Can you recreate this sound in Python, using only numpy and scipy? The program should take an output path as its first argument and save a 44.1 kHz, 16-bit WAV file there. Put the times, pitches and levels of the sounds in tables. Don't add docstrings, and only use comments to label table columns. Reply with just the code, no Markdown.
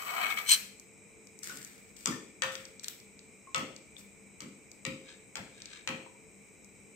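import sys
import numpy as np
from scipy import signal
from scipy.fft import rfft, irfft, next_fast_len
from scipy.io import wavfile
from scipy.ndimage import uniform_filter1d

SR = 44100
rng = np.random.default_rng(int(sys.argv[2]) if len(sys.argv) > 2 else 0)


def put_to_file(sound):
    columns = np.atleast_2d(sound).T
    safe = np.clip(columns, -1, 1)
    whole_steps = np.round(safe * 32767)
    wavfile.write(sys.argv[1], SR, whole_steps.astype(np.int16))


N = 306495
TIME = np.arange(N) / SR


def amp(db):
    return 10 ** (np.asarray(db) / 20)


def evened(x):
    return x / np.sqrt(np.mean(x ** 2) + 1e-20)


def decay(t, t60):
    return np.exp(-np.log(1000) * t / t60)


def read(points, hz, axis=1):
    points = np.asarray(points, float)
    return np.interp(np.log(hz + 1), np.log(points[:, 0] + 1), points[:, axis])


def add(mix, s, sound):
    part = mix[..., max(round(s * SR), 0):][..., :sound.shape[-1]]
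    part += sound[..., :part.shape[-1]]


def filtered(x, gain):
    size = next_fast_len(x.shape[-1] + 4096)
    hz = np.fft.rfftfreq(size, 1 / SR)
    return irfft(rfft(x, size) * gain(hz), size)[..., :x.shape[-1]]


def coloured(x, spectrum):
    return evened(filtered(x, lambda hz: amp(read(spectrum, hz))))


def ringing(x, modes):
    def response(hz):
        return sum(amp(db) * hz * width / (hz * width + 1j * (hz ** 2 - f ** 2))
                   for f, width, db in modes)
    return evened(filtered(x, response))


def grit(per_s, spread_db, size):
    strength = amp(spread_db * np.minimum(rng.exponential(1, size), 4))
    happens = rng.random(size) < per_s / SR
    return evened(rng.standard_normal(size) * strength * happens)


def steadied(x, size=130):
    return x / np.sqrt(abs(uniform_filter1d(x ** 2, size=size)) + 1e-9)


def registers(x, gains, borders_hz):
    total = 0
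    for low, high, gain in zip(borders_hz, borders_hz[1:], gains):
        band = filtered(x, lambda hz: (hz >= low) & (hz < high))
        total = total + evened(band) * gain
    return total


def bursts(rows, t):
    return sum(amp(db) * np.exp(-.5 * ((t - s) / length) ** 2) for s, db, length in rows)


def click(colour_db, length_s, size=2048):
    hz, t = np.fft.rfftfreq(size, 1 / SR), np.arange(size) / SR
    chatter = rfft(rng.standard_normal(size) * np.exp(-(t / length_s) ** 2))
    chatter /= np.sqrt(uniform_filter1d(abs(chatter) ** 2, size=60))
    log_gain = np.log(amp(colour_db(hz)))
    mirrored = np.r_[log_gain, log_gain[-2:0:-1]]
    causal = np.exp(np.conj(signal.hilbert(mirrored)))[:len(hz)]
    return irfft(chatter * causal)[:size // 2]


# f/Hz, width/Hz, level/dB
PAN_RESONANCES = [(797, 20, -1), (1187, 120, 1), (1640, 14, 1), (2100, 36, -34), (2270, 140, 2),
                  (2510, 60, 3), (3050, 140, -3), (4020, 68, -3), (7920, 60, -3), (11720, 45, -17),
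                  (13500, 300, -11), (15300, 80, -14)]
# f/Hz, relative density/dB per Hz
PAN_RASP_SPECTRUM = [(250, -16.5), (480, -25), (720, -5.5), (1150, -6.5), (1700, 0.5), (2300, -3.5),
                     (3200, -11), (4600, -15.5), (8100, -16.5), (9400, -28), (11300, -12), (16000, -24)]
# t/s, pressure level/dB
PAN_PRESSURE_CURVE = [(0.0, -39.5), (0.06, -44), (0.068, -38), (0.152, -37.5), (0.252, -31), (0.29, -37.5),
                      (0.324, -34), (0.352, -61), (0.376, -32), (0.444, -55), (0.47, -39)]
# t/s, relative level/dB, length/s
PAN_CATCHES = [(0.098, -38, .005), (0.252, -34, 0.018), (0.309, -27.5, 0.0071), (0.326, -31, 0.0026),
               (0.3755, -27, 0.0028), (0.388, -29, .003), (0.406, -36, .006)]
# f/Hz, width/Hz, level/dB
CATCH_RESONANCES = [(2224, 30, 8), (3150, 67, -37), (1267, 73, -5), (3300, 63, -11)]
USUAL_PRESSURE_DB = -40
BELLY_S = 0.18
DESCENT_DB_PER_S, CLIMB_DB_PER_S = 8, 82


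def pan_scrape(rasp_db=-1, low_db=-41, middle_db=-43.5, high_db=-48.0, follow=1.3, high_follow=0.3,
               catch_db=-1.5, release_s=0.008):
    t = TIME[:SR]
    when, pressure_db = np.transpose(PAN_PRESSURE_CURVE)
    slips = grit(per_s=3000, spread_db=0.5, size=SR)
    rasp = amp(rasp_db) * coloured(slips, PAN_RASP_SPECTRUM)
    steady = evened(ringing(slips, PAN_RESONANCES) + rasp)
    press = np.interp(t, when, pressure_db) - USUAL_PRESSURE_DB
    off_belly = np.maximum(DESCENT_DB_PER_S * (BELLY_S - t), CLIMB_DB_PER_S * (t - BELLY_S))
    gains = amp([low_db + follow * press - off_belly,
                 middle_db + follow * press,
                 high_db + high_follow * press])
    release = np.exp(-np.maximum(t - when[-1], 0) / release_s)
    drag = registers(steady, gains, [200, 1450, 4500, 17000]) * release
    squawk = steadied(ringing(rng.standard_normal(SR), CATCH_RESONANCES))
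    catches = amp(catch_db) * squawk * bursts(PAN_CATCHES, t)
    return kitchen(drag + catches, wet_db=-8.5, echo_db=-12)


# t/s, relative level/dB
RIM_JUDDERS = [(0.494, -26), (0.507, -25), (0.5181, -18), (0.528, -20), (0.537, -23), (0.547, -24.5)]
# f/Hz, width/Hz, level/dB
SPOON_RESONANCES = [(2340, 150, -9), (3114, 330, -3), (4137, 34, 8.5), (4060, 8.3, 7.5), (5340, 100, -15),
                    (6060, 36, 0), (6800, 12, -21), (7100, 49, -35), (8260, 54, 4), (10830, 54, -15),
                    (10950, 91, -19), (11500, 60, -11), (12700, 120, -11), (13000, 62, -11),
                    (13900, 230, -15), (15400, 36, -10)]
# f/Hz, relative density/dB per Hz
SPOON_RASP_SPECTRUM = [(350, -61), (600, -26), (2370, -4.5), (2610, -1.5), (2990, -11), (3780, -4),
                       (4160, 1), (4650, -3.5), (7620, -2.5), (8160, 3.5), (9620, -26), (10700, -8.5),
                       (16000, -23)]
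JUDDER_S = 0.0032
SKID_S, SKID_DB, SKID_WIDTH_S = 0.504, -28.5, 0.018


def rim_judder(shriek_db=-2.0, rasp_db=-7.0):
    slips = grit(per_s=9000, spread_db=1.5, size=SR)
    swells = [(SKID_S, SKID_DB, SKID_WIDTH_S)] + [(s, db, JUDDER_S) for s, db in RIM_JUDDERS]
    pressure = bursts(swells, TIME[:SR])
    shriek = amp(shriek_db) * steadied(ringing(slips, SPOON_RESONANCES)) * pressure
    rasp = amp(rasp_db) * coloured(slips, SPOON_RASP_SPECTRUM) * pressure
    shriek_in_room = kitchen(shriek, wet_db=-17, echo_db=-8.5, scatter=0.98)
    return shriek_in_room + kitchen(rasp, wet_db=-3, echo_db=-19)


# start t/s, length/s, relative level/dB, wet squelch level/dB
STROKES = [(1.423, 0.49, -43.5, -5), (1.96, 0.2, -48.5, -11.5), (2.516, 0.2, -49.5, 0),
           (2.825, 0.12, -50, -5), (3.972, 0.079, -46, -13)]
# f/Hz, relative density/dB per Hz
CURD_SPECTRUM = [(100, 1.5), (300, 1.5), (700, -20), (1400, 1), (2500, 3), (3600, 5.5), (5000, 6.5),
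                 (6500, 5.5), (8000, 10.5), (9400, -0.5), (11000, 0), (15500, -2)]
STIR_ATTACK_S, STIR_FADE_DB = 0.0098, -25.5


def stirring(rub_db=-1, crackle_db=-9):
    gains = np.zeros((3, N))
    for s, length, db, squelch_db in STROKES:
        t = TIME[:round(length * SR)]
        stroke = np.minimum(t / STIR_ATTACK_S, 1) * amp(db + STIR_FADE_DB * t / length)
        add(gains, s, np.outer(amp([squelch_db, rub_db, crackle_db]), stroke))
    crackle = coloured(grit(per_s=2200, spread_db=4.5, size=N), CURD_SPECTRUM)
    return kitchen(registers(crackle, gains, [90, 2300, 9400, 17000]), wet_db=-2)


# t/s, relative force level/dB, squareness from 0 glancing to 1 full on,
# thud level/dB, hollow body level/dB
BOWL_KNOCKS = [(1.496, -49, 0.25, -13, 0.5), (2.058, -31.5, 0.069, -8, -2), (2.421, -30, 0.77, -15.5, -4),
               (3.546, -32, 0.79, -9.5, -5.5), (3.58, -44.5, 0.27, 1, 1), (4.405, -46.5, 0.3, -0.5, -6),
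               (4.851, -37, 0.75, -5, -10.5), (5.3555, -40, 0.46, -5, -2.5), (5.875, -35.5, 0.94, -7, -3)]
KNOCK_CENTRES = [250, 1100, 2400, 6000]
# f/Hz, level/dB
KNOCK_SPECTRUM = [(40, -31), (125, 1), (260, 5), (420, -6.5), (750, -12), (1200, -5), (1650, -9.5),
                  (2400, -6.5), (4500, -16.5), (8000, -18), (9300, -36.5), (12000, -36.5), (16000, -43)]
# f/Hz, level/dB, t60/s
GLASS_MODES = [(529.7, 1.5, 0.66), (854, -13.5, 0.24), (1172, -7, 0.13), (1300, -9.5, 0.39),
               (1994, -11, 0.16), (2320, -22, 0.23), (2286, -7.5, 0.2), (2546, -12.5, 0.17),
               (3096, -17, 0.35), (3320, -16, 0.19)]
CLACK_DB, EDGE_DB, RING_DB = (-9, 2.5), (7, -2), (-22, -5)
BOOM_HZ, BOOM_FORCE_DB, BOOM_PER_DB = 122, -42, 0.43


def knocks(level_db=49.5, ring_db=3, place_db=3):
    out, t = np.zeros((2, N)), TIME[:SR * 3 // 4]
    for s, db, square, thud, body in BOWL_KNOCKS:
        clack, edge, ring = (glancing + square * (full - glancing)
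                             for glancing, full in (CLACK_DB, EDGE_DB, RING_DB))
        blow = list(zip(KNOCK_CENTRES, [thud, body, clack, edge]))
        boom = [(BOOM_HZ, thud + BOOM_PER_DB * (db - BOOM_FORCE_DB))]
        contact = click(lambda hz: read(boom + blow, hz) + read(KNOCK_SPECTRUM, hz), length_s=0.0018)
        add(out, s, kitchen(amp(db + level_db) * contact, wet_db=1.5, echo_s=.0145, echo_db=-7.0))
        drive = [(GLASS_MODES[0][0], ring)] + blow[1:]
        for f, mode_db, t60 in GLASS_MODES:
            favour_db = place_db * rng.uniform(-1.6, 1)
            strength = amp(db + ring_db + mode_db + read(drive, f) + favour_db)
            turns = f * (t + rng.uniform(0, 0.00034, (2, 1))) + rng.random()
            swell = (1 - np.exp(-t * f / 7)) * decay(t, t60)
            add(out, s, strength * swell * np.sin(2 * np.pi * turns))
    return out


# t/s, relative level/dB, pitch f/Hz
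GLASS_TICKS = [(0.798, -34.5, 5940), (1.271, -38.5, 5500), (1.39, -35, 6340), (1.4332, -28, 5800),
               (1.4424, -28, 5960), (1.5728, -33, 6400), (1.648, -29, 6000), (1.966, -39, 5030),
               (2.554, -22, 2880), (2.6537, -31, 4860), (2.796, -31, 4800), (2.838, -33, 6600),
               (2.8439, -22.5, 3900), (2.8829, -18.5, 3580), (3.001, -39.5, 4840), (3.192, -37.5, 3900),
               (3.7637, -32, 4550), (4.716, -34.5, 5500), (5.62, -29.5, 4100), (5.657, -28.5, 4240),
               (6.6456, -41, 5750)]
# f/Hz, level/dB
TICK_SPECTRUM = [(300, -31), (1500, -2.5), (3300, 4.5), (8000, 11.5), (9500, 4.5), (11000, 12), (16000, 6)]
TICK_OCTAVES, FIRM_DB, OCTAVES_PER_DB = 0.85, -24, 0.15


def ticks(level_db=10, skirt_db=-12):
    out = np.zeros(N)
    for s, db, pitch_hz in GLASS_TICKS:
        octaves = TICK_OCTAVES + OCTAVES_PER_DB * max(db - FIRM_DB, 0)

        def colour_db(hz):
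            distance = np.log2(np.clip(hz, 3160, 11700) / pitch_hz)
            return skirt_db * (distance / octaves) ** 2 + read(TICK_SPECTRUM, hz)

        contact = click(colour_db, length_s=0.00063)
        add(out, s, amp(db + level_db) * contact / np.linalg.norm(contact))
    return kitchen(out, wet_db=-4.0, echo_db=-22)


# middle t/s, relative level/dB, length/s
GLASS_RUBS = [(5.105, -54, 0.035), (5.6, -60.5, 0.048), (5.74, -52.5, 0.046)]
# f/Hz, width/Hz, level/dB
RUB_RESONANCES = [(1760, 97, 10), (2360, 640, 5.5), (3150, 550, 0), (3670, 280, 4.5), (5800, 750, -13),
                  (7200, 900, -19)]


def rubbing(low_db=-4, high_db=1):
    grate = ringing(grit(per_s=2000, spread_db=3.0, size=N), RUB_RESONANCES)
    grate = registers(grate, amp([low_db, high_db]), [900, 2400, 9000])
    return kitchen(grate * bursts(GLASS_RUBS, TIME), wet_db=-7, echo_db=-18)


# t/s, f/Hz, relative level/dB, t60/s
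HOLLOW_PLINKS = [(1.4975, 1480, -37, .08), (2.122, 1800, -38, .13), (2.425, 1820, -29, .16),
                 (3.472, 1070, -46, .11), (3.55, 1290, -30, .2), (3.9664, 3570, -37, .02),
                 (4.855, 1880, -41, .14), (5.36, 1400, -43, .15), (6.063, 980, -44, .07)]


def plinks(level_db=1.0):
    out, t = np.zeros(N), TIME[:SR // 5]
    for s, hz, db, t60 in HOLLOW_PLINKS:
        wobble = .02 * evened(uniform_filter1d(rng.standard_normal(len(t)), size=120))
        turns = np.cumsum(hz * (1 + wobble)) / SR
        add(out, s, amp(db) * decay(t, t60) * np.sin(2 * np.pi * turns))
    return kitchen(amp(level_db) * out, wet_db=-9.5)


# f/Hz, t60/s, reverberant over direct level/dB before each source's wet_db,
# build-up/s, left-right likeness from 0 to 1
KITCHEN_ACOUSTICS = [(156, 0.25, 25, 0.031, 0.91), (497, 0.84, 13, 0.017, 0.86),
                     (944, 0.35, 4.5, 0.012, 0.072), (2320, 0.47, 2.5, 0.0086, 0.026),
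                     (7450, 0.48, -8.5, 0.0064, 0.028), (13900, 0.35, 4.5, 0.012, 0.087)]


def kitchen(x, wet_db, echo_s=.015, echo_db=-11, far_lag_s=0.000177, scatter=1.0):
    hz, t, z = signal.stft(rng.choice([-1., 1.], (2, SR * 3 // 4)), SR, nperseg=256)
    t60, build, same = (read(KITCHEN_ACOUSTICS, hz, axis=k)[:, None] for k in (1, 3, 4))
    same = np.clip(same, 0, 1)
    z[1] = same * z[0] + np.sqrt(1 - same ** 2) * z[1]
    fade = decay(t, t60) * (1 - np.exp(-(t / build) ** 2))
    fade = fade / np.linalg.norm(fade, axis=1, keepdims=True)
    tail = signal.istft(z * fade, SR, nperseg=256)[1]
    size = next_fast_len(len(x) + SR)
    hz = np.fft.rfftfreq(size, 1 / SR)
    direct = np.exp(-2j * np.pi * np.outer([0, far_lag_s], hz))
    near, share = rng.standard_normal(size=150), np.clip(scatter, 0, 1)
    scattered = rfft(near / np.linalg.norm(near), size)
    direct[1] = np.sqrt(1 - share) * direct[1] + np.sqrt(share) * scattered
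    direct *= 1 + amp(echo_db) * np.exp(-2j * np.pi * hz * echo_s)
    wet = amp(read(KITCHEN_ACOUSTICS, hz, axis=2) + wet_db)
    diffuse = wet * rfft(tail / np.linalg.norm(tail[0]), size)
    paths = (direct + diffuse) / np.sqrt(1 + wet ** 2)
    return irfft(rfft(x, size) * paths, size)[:, :min(N, len(x) + tail.shape[1])]


def leaning(pair, lean):
    return filtered(pair, lambda hz: amp(np.outer([.5, -.5], read(lean, hz))))


# f/Hz, relative density/dB per Hz
RUMBLE_SPECTRUM = [(15, -56), (25, -56), (52, -11.5), (119, -6.5), (199, -4.5), (261, -4.5), (446, -6),
                   (661, -16), (1330, -25), (1800, -34), (2340, -113), (3960, -120)]
# f/Hz, relative density/dB per Hz
HISS_SPECTRUM = [(1000, -20.5), (1700, -17.5), (2360, 4.5), (2740, -13), (3070, -16.5), (3600, -24.5),
                 (3920, -10.5), (4380, -30.5), (5050, -16.5), (7210, -8.5), (7920, 0), (8450, -4),
                 (9370, -35.5), (15000, -23.5), (16000, -67)]
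# f/Hz, level/dB
HUM_TONES = [(199.2, -66), (441.4, -68.5)]
# f/Hz, level difference/dB
BACKGROUND_LEAN = [(60, 14), (110, 6), (200, 4.5), (380, -1.5), (700, 4), (1290, 4.5), (2380, -3.5),
                   (4400, 2), (8120, 4), (15000, -5)]
RUMBLE_DB, HISS_DB = -62.5, -59.6


def background(rumble_apart=1.0, hiss_apart=1.0, hum_width_hz=7):
    shared = rng.standard_normal(N)
    rumble_noise = shared + rumble_apart * rng.standard_normal((2, N))
    rumble = amp(RUMBLE_DB) * coloured(rumble_noise, RUMBLE_SPECTRUM)
    hiss_noise = shared + hiss_apart * rng.standard_normal((2, N))
    hiss = amp(HISS_DB) * coloured(hiss_noise, HISS_SPECTRUM)
    hum = sum(amp(db) * ringing(rng.standard_normal(N), [(f, hum_width_hz, 0)]) for f, db in HUM_TONES)
    return leaning(rumble + hiss + hum, BACKGROUND_LEAN)


# f/Hz, level difference/dB
WORK_LEAN = [(60, 0.5), (200, 0), (450, 2.5), (800, 1.5), (1300, -0.5), (2400, 5), (4400, -1.5), (8200, 10),
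             (9500, -6), (11500, -10.5), (15000, -10)]


def scene(pan_left_db=1, bowl_left_db=0.75):
    bowl = stirring() + knocks() + ticks() + rubbing() + plinks()
    work = bowl * amp([[bowl_left_db], [-bowl_left_db]])
    pan = pan_scrape() + rim_judder()
    add(work, 0, pan * amp([[pan_left_db], [-pan_left_db]]))
    return leaning(work, WORK_LEAN) + background()


def record(dry):
    lowpass = signal.firwin(511, 15800, window=("kaiser", 9), fs=SR)
    return signal.oaconvolve(dry, lowpass[None], "same")


dry = scene()
out = record(dry)
put_to_file(out)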